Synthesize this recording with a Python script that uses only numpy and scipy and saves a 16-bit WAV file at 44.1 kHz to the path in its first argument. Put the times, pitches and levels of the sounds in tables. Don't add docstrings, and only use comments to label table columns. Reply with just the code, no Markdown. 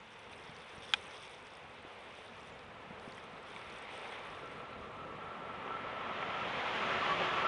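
import sys
import numpy as np
from scipy import signal
from scipy.fft import rfft, irfft, next_fast_len
from scipy.io import wavfile
from scipy.ndimage import uniform_filter1d, map_coordinates

SR = 44100
rng = np.random.default_rng(int(sys.argv[2]) if len(sys.argv) > 2 else 0)


def transcribe(signal):
    frames = np.atleast_2d(signal).T
    limited = np.clip(frames, -1, 1)
    pcm = np.round(limited * 32767).astype(np.int16)
    wavfile.write(sys.argv[1], SR, pcm)


def level_to_linear(level):
    exponent = np.asarray(level, float) / 20
    return 10 ** exponent


N = 329427


def unit(x):
    return x / np.sqrt(np.mean(x ** 2) + 1e-30)


def curves(rows):
    s, *cols = np.transpose(rows)
    return [np.interp(np.arange(N) / SR, s, c) for c in cols]


def wobble(rate):
    knots = rng.standard_normal(int(N * 40 / SR) + 4)
    return map_coordinates(knots, [np.arange(N) * min(rate, 40) / SR])


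def filtered(x, response):
    m = next_fast_len(N + SR // 2)
    return irfft(rfft(x, m) * response(np.fft.rfftfreq(m, 1 / SR)), m)[:N]


def coloured(points):
    f, v = np.transpose(points)
    return lambda hz: level_to_linear(np.interp(np.log(hz + 1), np.log(f + 1), v))


def resonant(modes):
    def response(f):
        total = 0
        for k, (centre, width, db) in enumerate(modes):
            damping = 1j * f * width
            total = total + (-1) ** k * level_to_linear(db) * damping / (centre * centre - f * f + damping)
        return total
    return response


def steep(modes):
    return lambda f: resonant(modes)(f) ** 2


def rush(response, patchy_db, loss_db=None):
    hz, t, z = signal.stft(unit(filtered(rng.standard_normal(N), response)), SR, nperseg=512)
    field = uniform_filter1d(rng.standard_normal(z.shape), size=6, axis=0)
    field = uniform_filter1d(field, size=10, axis=1)
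    z = z * level_to_linear(patchy_db * unit(field))
    if loss_db is not None:
        loss = np.interp(t * SR, np.arange(N), loss_db)
        z = z * level_to_linear(-loss * (hz[:, None] / 4000) ** 0.6)
    return signal.istft(z, SR, nperseg=512)[1][:N]


def grains(start_s, hz, cycles, size):
    k = np.arange(600)
    turn = hz[:, None] * k / SR
    envelope = np.exp(-turn / cycles) * (1 - np.exp(-turn / 0.78))
    shape = size[:, None] * np.sin(2 * np.pi * turn) * envelope
    at = np.round(start_s * SR).astype(int)[:, None] + k
    return np.bincount(at.ravel(), shape.ravel(), N + SR)[:N]


# time_s, breeze_db
BREEZE_LEVEL = [(0, -62), (.5, -59), (1.4, -63), (2.8, -59.5), (3.5, -61), (4.3, -59.5), (5.15, -54),
                (5.4, -59)]
# frequency_hz, density_db
BREEZE_SPECTRUM = [(12, -51), (20, -20), (81, -3.5), (161, -5), (192, -4.5), (226, -2.5), (367, -16.5),
                   (500, 0), (650, -17.5), (1100, -120)]


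def breeze():
    level_db, = curves(BREEZE_LEVEL)
    return level_to_linear(level_db + 1.5 * wobble(7.1)) * rush(coloured(BREEZE_SPECTRUM), 1.13)


# start_s, swell_s, hold_s, dying_s, rustle_db
GUST_EVENTS = [
    (.05, 0.066, 0.22, .05, -76),
    (0.303, 0.023, 0.14, 0.21, -70.5),
    (0.387, 0.52, 0.28, .3, -64.5),
    (1.3, 0.19, .1, .05, -73.5),
    (1.7, 0.47, .33, .06, -73),
    (2.978, .04, 0.17, .1, -71.5),
    (3.25, .05, .15, .1, -79),
    (3.4, 0.14, 0.24, .15, -69.5),
    (3.864, 0.07, 0.17, .25, -68.5),
    (4.2, 0.083, .25, .1, -73.5),
]


def gusts():
    t = np.arange(N) / SR
    power = level_to_linear(-78.5 - 0.6 * t) ** 2
    for start, swell, hold, dying, db in GUST_EVENTS:
        rise = (t - start) / swell
        fall = 1 + (start + swell + hold - t) / dying
        power = power + (level_to_linear(db) * np.clip(np.minimum(rise, fall), 0, 1)) ** 2
    return 10 * np.log10(power)


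# frequency_hz, density_db
RUSTLE_SPECTRUM = [(2060, -23), (3500, 2.5), (3670, -2.5), (4140, -18), (5600, -13), (6400, -17.5),
                   (7050, -31), (7470, -24.5), (8380, -17.5), (9630, -16.5), (10100, -21), (11000, -32),
                   (14300, -62), (22000, -120)]


def rustle(flutter):
    level_db = gusts()
    draw = rng.random((3000, 3))
    size = level_to_linear(16 * draw[:, 2] ** 2.5)
    crackle = grains(draw[:, 0] * N / SR, 4000 * 2.9 ** draw[:, 1], 2.1, size)
    crackle = unit(filtered(crackle, coloured(RUSTLE_SPECTRUM)))
    smooth = level_to_linear(1.1 * flutter + 2.7 * wobble(38)) * rush(coloured(RUSTLE_SPECTRUM), 1.2)
    return level_to_linear(level_db + 4) * (smooth + 0.67 * crackle)


# crest_s, wash_db
CRESTS = [
    (.5, -59),
    (1.05, -56.5),
    (2.05, -58),
    (3.65, -61),
    (4.03, -52.5),
    (4.6, -63.5),
]


def waves():
    run_up_db_per_s, drain_db_per_s = 13, 11
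    t = np.arange(N) / SR
    power = level_to_linear(-60.5) ** 2
    for s, db in CRESTS:
        below_crest = np.where(t < s, run_up_db_per_s * (s - t), drain_db_per_s * (t - s))
        power = power + level_to_linear(db - below_crest) ** 2
    return 10 * np.log10(power)


# frequency_hz, density_db
WASH_SPECTRUM = [(180, -28), (300, -9.5), (432, 0), (566, -2.5), (886, -0.5), (951, -1.5), (1070, -2),
                 (1730, -6), (2500, -6), (3600, -12), (5000, -30), (6500, -44), (11000, -120)]


def wash(flutter):
    return level_to_linear(waves() + 3.5 + 0.35 * flutter) * rush(coloured(WASH_SPECTRUM), 1.0)


def foam():
    return level_to_linear(-66 + 2.1 * (waves() + 57)) * rush(steep([(2200, 950, 0)]), 1.5)


# pitch_hz, width_hz, level_db, start_s
DRONES = [
    (9460, 90, -91.5, 4.6),
    (7837, 6, -101, 0.1),
    (7897, 4, -99, .1),
]


def insects():
    t = np.arange(N) / SR
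    total = np.zeros(N)
    for hz, width, db, start in DRONES:
        drone = unit(filtered(rng.standard_normal(N), steep([(hz, width, 0)])))
        total += level_to_linear(db) * drone * np.clip((t - start) / 0.24, 0, 1)
    return total


# start_s, peak_db, pitch_hz
STEM_TICKS = [(0.1241, -58, 5450), (0.1396, -54, 5590), (0.1925, -55, 5790), (0.3795, -53, 5230),
              (0.4414, -56, 4510), (0.5661, -49, 4550), (0.601, -51, 4400), (0.9358, -30, 4880),
              (1.1568, -55, 4900), (1.2251, -54, 5620), (1.2346, -51, 5830), (1.3458, -54, 6090),
              (1.4696, -53, 4870), (1.5359, -56, 5240), (1.5524, -50, 5060), (2.592, -52, 4950),
              (2.7487, -60, 4550), (2.9981, -50, 4450), (3.0869, -55, 5500), (3.1223, -46, 4400),
              (3.1477, -53, 6040), (3.2395, -56, 6150), (3.7, -48, 4400), (3.7239, -52, 5640),
              (3.7599, -56, 5780), (3.7833, -55, 4620), (3.9774, -55, 4510), (4.8135, -60, 5260)]
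# start_s, peak_db, pitch_hz
STALK_TICKS = [(0.3325, -39, 2440), (0.8234, -43, 3480), (1.162, -53, 3500), (1.2874, -47, 2450),
               (3.1244, -44, 1980), (3.1794, -37, 1970), (3.5632, -33.5, 2280), (4.123, -35, 2070),
               (4.258, -43, 2030), (4.731, -43, 2480), (4.8349, -44, 2140)]
# start_s, peak_db, pitch_hz
BLADE_TICKS = [(0.192, -60, 9890), (0.3162, -61, 9160), (0.3825, -60, 8340), (0.8056, -56, 9560),
               (0.9358, -41, 7510), (1.07, -50, 8340), (1.1358, -58, 8500), (1.2077, -59, 9640),
               (1.3339, -55, 8660), (1.5374, -58, 8330), (1.5713, -54, 9600), (1.6975, -62, 8860),
               (1.8267, -58, 8620), (2.4149, -62, 8470), (3.0305, -61, 9770), (3.1532, -58, 8060),
               (3.1732, -57, 9530), (3.2425, -63, 9660), (3.4291, -58, 8270), (3.5438, -60, 9140),
               (3.7, -60, 9160), (3.7853, -58, 8710), (3.8237, -52, 8540), (3.91, -59, 8480),
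               (3.9539, -59, 8490), (3.9774, -49, 8600), (4.0163, -54, 8480), (4.2717, -57, 9880)]


def stems():
    rows = STEM_TICKS + STALK_TICKS + BLADE_TICKS
    s, db, hz = np.transpose([row for row in rows if not .93 < row[0] < .94])
    draw = rng.random((90, 3))
    at = draw[:, 0] * (N - 1)
    patter_db = gusts()[at.astype(int)] + 11.5 + 8 * (draw[:, 2] - .5)
    s = np.r_[s, at / SR]
    hz = np.r_[hz, 4000 * 2.4 ** draw[:, 1]]
    db = np.r_[db, patter_db]
    clicks = grains(s, hz, 1.7 + hz[:, None] / 1700, level_to_linear(db + 3.0))
    overtones = grains(s + .001, 1.6 * hz, 6.4, level_to_linear(db - 7.5) * (hz < 6300))
    return clicks + overtones


# start_s, peak_db, pitch_hz, life_cycles
PUSHES = [
    (0.484, -40, 170, .36),
    (0.771, -42.5, 140, 0.34),
    (1.84, -38, 275, 0.32),
    (2.897, -46, 195, 0.73),
    (3.068, -36, 240, 0.32),
]


def bumps():
    out, t = np.zeros(N + SR), np.arange(SR // 10) / SR
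    for s, db, hz, life in PUSHES:
        swing = np.sin(2 * np.pi * hz * t) * (hz * t) * np.exp(-hz * t / life)
        out[round((s + .009) * SR):][:len(t)] += level_to_linear(db + 15.0) * swing
    return out[:N]


# start_s, level_db
CONTACTS = [
    (0.9365, -16.5),
    (0.9403, -22.5),
    (0.9472, -40),
]
# pitch_hz, level_db, t60_s
SHELL_MODES = [(820, -12.5, 0.027), (1320, -9, 0.013), (1520, -1.5, 0.014), (2040, -11, 0.012),
               (2460, -1.5, 0.022), (3280, 4, 0.012), (3550, 3, 0.0046), (4870, -6.5, 0.0067),
               (6900, -10, 0.005), (9900, -28, 0.0023)]


def snap():
    out, crack, t = np.zeros(N + SR), np.zeros(N + SR), np.arange(SR // 10) / SR
    for s, db in CONTACTS:
        rise = level_to_linear(db) * (1 - np.exp(-(t / 0.00055) ** 2))
        ring = np.zeros(len(t))
        for k, (hz, level, t60) in enumerate(SHELL_MODES):
            decay = level_to_linear(level + rng.normal(0, 1) - 60 * t / t60)
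            onset = 1 - np.exp(-(hz * t) ** 2)
            ring += decay * onset * np.cos(2 * np.pi * hz * (t - .0007) - 1.1 * k)
        at = round(s * SR)
        out[at:][:len(t)] += rise * ring
        crack[at:][:len(t)] += rise * level_to_linear(-8.5 - 60 * t / 0.0095) * rng.standard_normal(len(t))
    return out[:N] + filtered(crack[:N], resonant([(6300, 2600, 0)]))


def arrival():
    return np.clip((np.arange(N) / SR - 2.2) / 0.83, 0, 1)


# time_s, roar_db
ROAR_LEVEL = [(2.2, -43), (2.62, -53), (2.86, -52), (3.33, -55), (4.09, -52.5), (4.42, -48.5),
              (4.81, -49.5), (5.56, -47), (6.53, -44.5), (7.1, -41.5), (7.47, -40.5)]
# time_s, loss_at_4khz_db
AIR_LOSS = [(2.2, 10), (4.4, 22.5), (5, 18.5), (5.5, 13.5), (6, 8), (6.4, 3), (6.8, 0), (7.47, 1.5)]
# frequency_hz, density_db
ROAR_SPECTRUM = [(24, -53), (40, -21.5), (180, -7.5), (340, -11.5), (373, -6.5), (671, -3.5), (1330, -4),
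                 (1460, -6.5), (2030, -6), (3320, -10.5), (4510, -25.5), (7300, -36.5), (7950, -48.5),
                 (9340, -39.5), (11000, -78), (14300, -99), (22000, -120)]


def rolling_roar():
    level_db, = curves(ROAR_LEVEL)
    loss_db = curves(AIR_LOSS)[0].clip(0)
    noise = level_to_linear(level_db + 6.5 + 0.44 * wobble(25)) * rush(coloured(ROAR_SPECTRUM), 0.71, loss_db)
    return arrival() * noise


# time_s, high_song_db, low_song_db
RAIL_FLARES = [(4.3, 2, 3), (4.43, 3.5, -2), (4.58, -1, -4), (4.72, 2.5, 0), (4.87, 1, 3), (5.02, 4, 2),
               (5.2, 3.5, 3), (5.4, 3, 5), (5.72, 6.5, 8), (5.95, 5.5, -1), (6.1, 2, 7), (6.37, 7, 2),
               (6.55, -7, -11), (6.85, -1, 2), (7.05, 5, 8.5), (7.17, -4.5, 3.5), (7.33, 4.5, 5),
               (7.45, 2.5, 5.5)]


def song_levels():
    flare_s = 0.067
    t = np.arange(0, N, 64) / SR
    s, *lifts = np.transpose(RAIL_FLARES)
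    bell = np.exp(-.5 * ((t[:, None] - s) / flare_s) ** 2)
    levels = []
    for start_db, lift in zip((-70, -72), lifts):
        level = start_db + 4.5 * (t - 2.2) + bell @ lift
        levels.append(np.interp(np.arange(N) / SR, t, level))
    return levels


# pitch_hz, width_hz, level_db
RAIL_MODES = [(1261, 34, -6), (1320, 36, -2.5), (1359.5, 29.5, -3)]
# pitch_hz, width_hz, level_db
DECK_MODES = [(1041, 36, -5.5), (1138, 36, -2.5), (1208, 24, -4)]


def rail_song():
    high_db, low_db = song_levels()
    high = level_to_linear(high_db + 0.5 + 1.8 * wobble(30)) * rush(steep(RAIL_MODES), 0.35)
    low = level_to_linear(low_db - 0.8 + 2.2 * wobble(24)) * rush(steep(DECK_MODES), 0.35)
    return arrival() * (high + low)


# time_s, pitch_hz, level_db
CALL = [
    (2.37, 7330, -88),
    (2.42, 7380, -83),
    (2.46, 7300, -87),
    (2.472, 7000, -99),
    (2.486, 7103, -89),
    (2.532, 7132, -80),
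    (2.574, 6940, -90),
    (2.58, 6885, -93),
]


def bird():
    hz, db = curves(CALL)
    t = np.arange(N) / SR
    sounding = np.clip(np.minimum(t - CALL[0][0], CALL[-1][0] - t) / .012, 0, 1)
    return np.sqrt(2) * level_to_linear(db) * sounding * np.sin(2 * np.pi * np.cumsum(hz) / SR)


def deck_hum():
    turns = np.cumsum(373.5 + 2.5 * wobble(25)) / SR
    level_db = -49 + 10 * (np.arange(N) / SR - 7.5)
    return level_to_linear(level_db + 2.3 * wobble(7.2)) * np.sin(2 * np.pi * turns)


# start_s, peak_db
JOINT_KNOCKS = [(4.964, -43), (5.207, -49), (5.425, -43), (5.492, -36), (5.537, -45), (5.676, -27.5),
                (5.705, -30), (5.766, -29), (5.943, -33), (6.006, -31), (6.029, -29.5), (6.094, -24),
                (6.226, -19.5), (6.267, -41), (6.304, -23), (6.634, -23), (6.947, -23), (6.981, -28)]
# pitch_hz, width_hz, level_db
WHEEL_MODES = [(700, 360, -1.5), (1300, 295, 0), (2080, 620, -3), (3140, 900, -11.5)]


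def wheel_knocks():
    s, db = np.transpose(JOINT_KNOCKS)
    burst = np.zeros(N)
    burst[np.round(s * SR).astype(int)] = level_to_linear(db + 4.5)
    smear = level_to_linear(-60 * np.arange(2000) / SR / 0.041)
    burst = signal.fftconvolve(burst, smear)[:N]
    softened = lambda f: resonant(WHEEL_MODES)(f) / (1 + 1j * f / 3500) ** 3
    return filtered(burst * rng.standard_normal(N), softened)


# frequency_hz, density_db
HISS_SPECTRUM = [(2650, -33), (4500, -2), (7520, -8), (8890, -16), (9480, -10), (9770, -16), (11000, -26),
                 (14300, -57), (22000, -120)]


def circuit_hiss():
    return level_to_linear(-78.5) * rush(coloured(HISS_SPECTRUM), .6)


# frequency_hz, density_db
LEAK_SPECTRUM = [(11000, -60), (11600, -9), (12200, -11), (14000, -0.5), (15500, -5), (15800, -61)]


def treble_leak():
    return level_to_linear(0.4 * gusts() - 73.0 + .8 * wobble(30)) * rush(coloured(LEAK_SPECTRUM), .8)


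def scene():
    flutter = wobble(22)
    nature = breeze() + rustle(flutter) + wash(flutter) + foam() + insects() + stems() + bird()
    handling = bumps() + snap()
    train = rolling_roar() + rail_song() + deck_hum() + wheel_knocks()
    return (nature + handling + train)[None]


def low_pass(x):
    return signal.sosfilt(signal.butter(12, 15700, fs=SR, output="sos"), x)


def record(dry):
    def microphone(f):
        housing_dip = 1 - 0.099 * np.exp(-((f - 7200) / 500) ** 2)
        return housing_dip / (1 + (f / 10900) ** 34)
    heard = filtered(dry[0], microphone)
    mix = (heard + circuit_hiss() + treble_leak())[None]
    return low_pass(mix)


dry = scene()
out = record(dry)
transcribe(out)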